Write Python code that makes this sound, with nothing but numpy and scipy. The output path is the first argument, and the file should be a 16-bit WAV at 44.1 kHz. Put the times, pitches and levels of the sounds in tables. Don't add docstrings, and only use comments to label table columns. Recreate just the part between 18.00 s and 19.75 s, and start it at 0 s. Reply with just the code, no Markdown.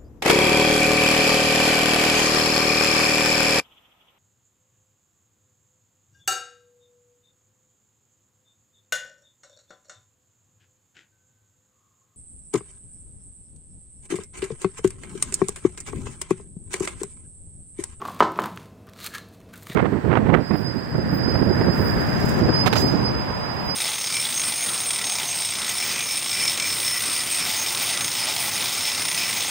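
import sys
import numpy as np
from scipy import signal
from scipy.fft import rfft, irfft
from scipy.io import wavfile

SR = 44100
rng = np.random.default_rng(int(sys.argv[2]) if len(sys.argv) > 2 else 0)


def materialize(psi):
    bounded = np.clip(np.atleast_2d(psi).T, -1, 1)
    quanta = np.round(bounded * 32767).astype(np.int16)
    wavfile.write(sys.argv[1], SR, quanta)


N = 77175
T = np.arange(N) / SR

# (frequency [Hz], level [dB])
AIR_COLOUR = [(15, -44.5), (25, -6.5), (190, -4.5), (734, -18), (840, -24), (1020, -21), (1370, -28.5),
              (2550, -35), (2990, -36), (16000, -45)]
# (frequency [Hz], level [dB])
HUM_TONES = [(100, -55), (184, -59), (250, -65.5), (467, -62.5), (652, -66), (2620, -76.5)]
# (frequency [Hz], level [dB], ring time [s])
ECHO_BANDS = [(100, -4.5, 0.76), (250, -6, 0.63), (474, -8.5, .55), (1100, -7.5, 0.37), (2190, -10.5, 0.41),
              (4500, -9.5, 0.63), (9000, -10, 0.35), (15270, -10.5, .35)]
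# (time [s], level [dB])
BREAD_BUMPS = [(0.576, -32.5), (1.083, -33.5), (1.335, -60), (1.6989, -21.5)]
# (frequency [Hz], level [dB], ring time [s])
BUMP_TONES = [(104, -5, 0.031), (152, 2.5, 0.025), (262, -6.5, 0.03), (382, -11.5, 0.028)]
# (peak time [s], rise [s], fall [s], frequency [Hz], width [Hz], level [dB])
HOLLOW_RUBS = [(0.029, 0.14, 0.067, 373, 60.6, -44), (0.299, 0.12, 0.084, 337, 88.8, -39.5),
               (0.373, 0.016, 0.037, 368, 90, -39.5), (0.429, 0.058, 0.029, 210, 39.8, -35),
               (0.502, 0.054, 0.14, 165, 40, -39.5), (1.069, 0.079, 0.013, 4040, 775, -37.5),
               (1.158, 0.055, 0.052, 1717, 254, -39), (1.538, 0.0098, 0.031, 1520, 785, -43.5),
               (1.722, 0.058, 0.046, 1990, 496, -43.5), (1.72, 0.036, 0.036, 3770, 600, -42.5),
               (1.714, .03, .12, 483, 396, -47.5)]
# (peak time [s], rise [s], fall [s], level [dB], tilt [dB/octave])
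SCRAPES = [(.085, 0.11, 0.32, -42.5, -1.5), (.445, 0.063, 0.081, -45, 1), (0.595, 0.14, 0.12, -47.5, -2.5),
           (.875, .015, 0.058, -64.5, -15), (.99, 0.028, 0.17, -47, -3.5), (1.067, 0.078, 0.023, -29.5, 0),
           (1.149, 0.024, .055, -31.5, -3), (1.334, 0.028, 0.067, -53, 0.5), (1.50, 0.12, 0.072, -56, -4),
           (1.538, .012, 0.011, -43.5, 2), (1.564, 0.017, 0.05, -43, 0), (1.632, 0.045, 0.048, -49, 2),
           (1.672, 0.014, 0.0039, -38, -0.5), (1.701, 0.028, 0.042, -39, -1),
           (1.745, 0.056, .08, -42.5, 1.5)]
# (time [s], level [dB], tilt [dB/octave])
CRACKLES = [(0.017, -33.5, -5.5), (0.053, -31.5, -2), (.058, -37.5, -5.5), (.078, -33, 1),
            (0.0838, -54, -6), (.119, -46, 6), (0.146, -40, 2.5), (0.192, -34.5, -6), (0.199, -35, -1.5),
            (0.1985, -28, -5.5), (0.2042, -29, -1), (.2265, -41, 1), (0.232, -43, -1), (.319, -45, 5.5),
            (0.359, -39, -9), (0.376, -41, 2), (0.3963, -28, -3), (0.402, -37, 4), (0.419, -28.5, -1.5),
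            (0.4262, -36, -5), (0.4375, -28.5, -2), (0.4413, -29, -9), (0.4578, -31.5, 3),
            (0.561, -43.5, 5), (0.574, -32, -6), (.598, -43, -6.5), (0.657, -46, 0), (.869, -57.5, 7.5),
            (0.889, -42.5, -6), (0.8952, -44, 0.5), (0.9346, -40, -1.5), (.9620, -43, -9),
            (1.0025, -33.5, -0.5), (1.043, -25.5, 1.5), (1.0637, -20.5, 1), (1.071, -26, -2),
            (1.14, -30, -1), (1.150, -24, -1.5), (1.166, -34.5, -7), (1.182, -27, -2), (1.287, -56, 7.5),
            (1.403, -46, -1.5), (1.414, -47, -4.5), (1.557, -37.5, -2), (1.577, -45, 7.5),
            (1.624, -38.5, -3.5), (1.6312, -42, 4), (1.669, -32, -2.5), (1.686, -41, 4), (1.6985, -33, -4),
            (1.7205, -34.5, -2), (1.747, -30, -2)]
# (frequency [Hz], width [Hz], level [dB])
CRISP_BANDS = [(1200, 288, 1.5), (1695, 500, 3), (2137, 980, 1), (3710, 800, 0.5), (4360, 620, 0),
               (6700, 1770, -4), (9180, 1300, -3.5), (11400, 1900, -5.5), (15150, 4300, -8)]
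# (peak time [s], rise [s], fall [s], level [dB])
BLADE_RATTLES = [(0.2055, .002, 0.017, -25), (0.227, 0.004, 0.055, -29)]
# (frequency [Hz], level [dB])
BUZZ_COLOUR = [(900, -8.5), (1700, 4), (2600, -11), (3000, -2.5), (3500, -10), (4200, -5.5), (4900, -13),
               (8200, -19), (9600, -35), (16000, -37)]
# (peak time [s], rise [s], fall [s], level [dB])
KNIFE_SLIDES = [(.08, 0.43, 0.25, -41), (0.376, .06, 0.027, -37.5), (0.453, .08, 0.094, -33)]
# (frequency [Hz], level [dB])
SLIDING_COLOUR = [(60, -25), (190, 4.5), (360, -3.5), (520, -7.5), (750, -6), (1120, -1), (1600, -14.5),
                  (3500, -22.5), (8000, -37.5)]
# (time [s], level [dB])
KNIFE_SLIPS = [(.0175, -24), (0.022, -18), (.0520, -17.5), (0.059, -22.5), (0.0756, -33.5), (.0840, -19.5),
               (0.0876, -25.5), (0.104, -28), (0.1053, -24.5)]
# (frequency [Hz], level [dB], ring time [s])
SLIP_TONES = [(1126, 1.5, 0.019), (756, -8.5, .018), (1310, -12, 0.015)]
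# (time [s], level [dB], contact time [ms])
KNIFE_KNOCKS = [(.2052, 2.5, 0.17), (0.2065, -13, 1), (0.2092, -7, 0.16), (0.2235, -1.5, 0.33),
                (0.2259, -15, 0.05), (.3893, -9.5, 0.069), (0.4031, -18, .25), (0.4199, -19, 0.34),
                (.4370, -25, 0.21), (.4410, -20.5, 0.16), (0.4585, -20, 0.16), (0.5745, -36, 0.12)]
# (frequency [Hz], level [dB], ring time [s])
BOARD_TONES = [(224, -28.5, 0.102), (320, -32, 0.48), (393, -14.5, 0.024), (621, -9.5, 0.017),
               (679, -28.5, 0.12), (949, -2, 0.012), (939, -27.5, 0.25), (1002.5, -31, 0.22),
               (1043, -31, 0.64), (1176, -38.5, 0.24), (1294, 0, .012), (1305, -24, 0.18),
               (1530, -25.5, 0.093), (1733, -24, 0.037), (2064, -12.5, 0.0095), (3040, -32.5, 0.14)]
# (frequency [Hz], level [dB], ring time [s])
CLATTER_BANDS = [(91, -17, .2), (237, 1.5, 0.18), (480, 1, .08), (700, 4, 0.25), (1200, -3, 0.054),
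                 (1750, -1.5, 0.065), (2700, -16, 0.12), (4134, -17, 0.062), (8200, -33, 0.073),
                 (10500, -38.5, .05)]
SIDES = np.array([[1], [-1]])


def amp(db):
    return 10 ** (np.asarray(db) / 20)


def unit(x):
    return x / np.sqrt(np.mean(x ** 2) + 1e-20)


def add(track, s, sound):
    i = int(np.clip(s * SR, 0, N - 1))
    track[i:i + len(sound)] += sound[:N - i]


def through(x, response):
    return signal.fftconvolve(x, response)[:N]


def noise(colour):
    hz, db = np.transpose(colour)
    log_hz = np.log(np.maximum(np.fft.rfftfreq(N, 1 / SR), 1))
    gains = amp(np.interp(log_hz, np.log(hz), db))
    return unit(irfft(rfft(rng.standard_normal(N)) * gains, N))


def dying(ring_s, size=N):
    return np.exp(-np.log(1000) * T[:size] / max(ring_s, 1e-3))


def ringing(tones):
    return sum((-1) ** k * amp(db) * dying(ring_s) * np.sin(2 * np.pi * hz * T)
               for k, (hz, db, ring_s) in enumerate(tones))


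def diffuse(bands):
    white = rfft(rng.standard_normal(N))
    log_hz = np.log(np.maximum(np.fft.rfftfreq(N, 1 / SR), 1))
    centres, out = np.log([b[0] for b in bands]), 0
    for (_, db, ring_s), this_band in zip(bands, np.eye(len(bands))):
        band = irfft(white * np.interp(log_hz, centres, this_band), N)
        fade = dying(ring_s)
        out = out + amp(db) * band * fade / np.linalg.norm(fade)
    return out


def resonate(x, hz, width):
    r = np.exp(-np.pi * width / SR)
    feedback = [1, -2 * r * np.cos(2 * np.pi * hz / SR), r * r]
    return signal.lfilter(np.array([1, 0, -1]) * (1 - r * r) / 2, feedback, x + 1e-18)


def swell(peak, rise, fall):
    return amp(-20 * np.maximum((peak - T) / rise, (T - peak) / fall))


def swells(rows):
    return sum(amp(db) * swell(peak, rise, fall) for peak, rise, fall, db in rows)


def room_tone(air_db=-49, side_db=-21):
    hum = sum(amp(db) * np.sqrt(2) * np.sin(2 * np.pi * (hz * T + rng.random())) for hz, db in HUM_TONES)
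    air = noise(AIR_COLOUR) + amp(side_db) * noise(AIR_COLOUR) * SIDES
    return hum + amp(air_db) * air


def kitchen_echo(sound, first_echo_s=0.015):
    fade_in = np.clip(T / first_echo_s - 1, 0, 1)
    return through(sound, diffuse(ECHO_BANDS) * fade_in)


def blade_ring(start_s=1.18, hz=4124, db=-52, ring_s=0.45):
    out = np.zeros(N)
    add(out, start_s, ringing([(hz, db, ring_s)]))
    return out


def bread_bumps():
    out, bump = np.zeros(N), ringing(BUMP_TONES)
    for s, db in BREAD_BUMPS:
        add(out, s, amp(db) * bump)
    return out


def hollow_rubs():
    out = 0
    for peak, rise, fall, hz, width, db in HOLLOW_RUBS:
        band = resonate(rng.standard_normal(N), hz, width)
        band = unit(resonate(band, hz, 2 * width))
        out = out + amp(db) * swell(peak, rise, fall) * band
    return out


def scrapes_and_crackles(grains_per_s=3200, spread_db=6, hiss_db=-3, ring_s=0.015, click_db=13):
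    sizes = amp(spread_db * np.minimum(rng.exponential(1, N), 4)) * rng.choice([-1, 1], N)
    grains = unit(sizes * (rng.random(N) < grains_per_s / SR))
    rasp = unit(grains + amp(hiss_db) * rng.standard_normal(N))
    bursts = rng.standard_normal((len(CRACKLES), SR // 20)) * dying(ring_s, size=SR // 20)
    bursts[:, 0] = amp(click_db)
    out = 0
    for k, (hz, width, band_db) in enumerate(CRISP_BANDS):
        octaves = np.log2(hz / 4000)
        drive = rasp * swells((*timing, db + tilt * octaves) for *timing, db, tilt in SCRAPES)
        for (s, db, tilt), burst in zip(CRACKLES, bursts):
            add(drive, s, amp(db + tilt * octaves) * burst)
        out = out + (-1) ** k * amp(band_db) * resonate(drive, hz, width)
    return amp(db=1.5) * out


def blade_rattle():
    return noise(BUZZ_COLOUR) * swells(BLADE_RATTLES)


def knife(board_db=3.5, clatter_db=21.5, slip_clatter_db=-9.5, slip_rise_s=0.0012):
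    knocks, slips = np.zeros((2, N))
    for s, db, contact_ms in KNIFE_KNOCKS:
        push = np.exp(-T[:SR // 100] / (contact_ms / 1000))
        add(knocks, s, amp(db) * push / push.sum())
    for s, db in KNIFE_SLIPS:
        add(slips, s, amp([db]))
    judder = through(slips, ringing(SLIP_TONES) * (1 - np.exp(-T / slip_rise_s)))
    slide = noise(SLIDING_COLOUR) * swells(KNIFE_SLIDES)
    board = through(knocks, ringing(BOARD_TONES))
    clatter = through(knocks + amp(slip_clatter_db) * slips, diffuse(CLATTER_BANDS))
    return amp(board_db) * board + amp(clatter_db) * clatter + judder + slide


def scene(side_db=-45):
    handling = scrapes_and_crackles() + hollow_rubs() + bread_bumps()
    near = knife() + blade_rattle() + blade_ring() + handling
    echo = kitchen_echo(near)
    wide_echo = amp(side_db) * kitchen_echo(handling) * SIDES
    return near + echo + wide_echo + room_tone()


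def record(dry, low_cut_hz=63, high_cut_hz=15850, hardness=8):
    x = signal.sosfilt(signal.butter(3, low_cut_hz, "high", fs=SR, output="sos"), dry)
    x = x / (1 + np.abs(x) ** hardness) ** (1 / hardness)
    return signal.sosfilt(signal.ellip(10, .1, 70, high_cut_hz, fs=SR, output="sos"), x)


dry = scene()
out = record(dry)
materialize(out)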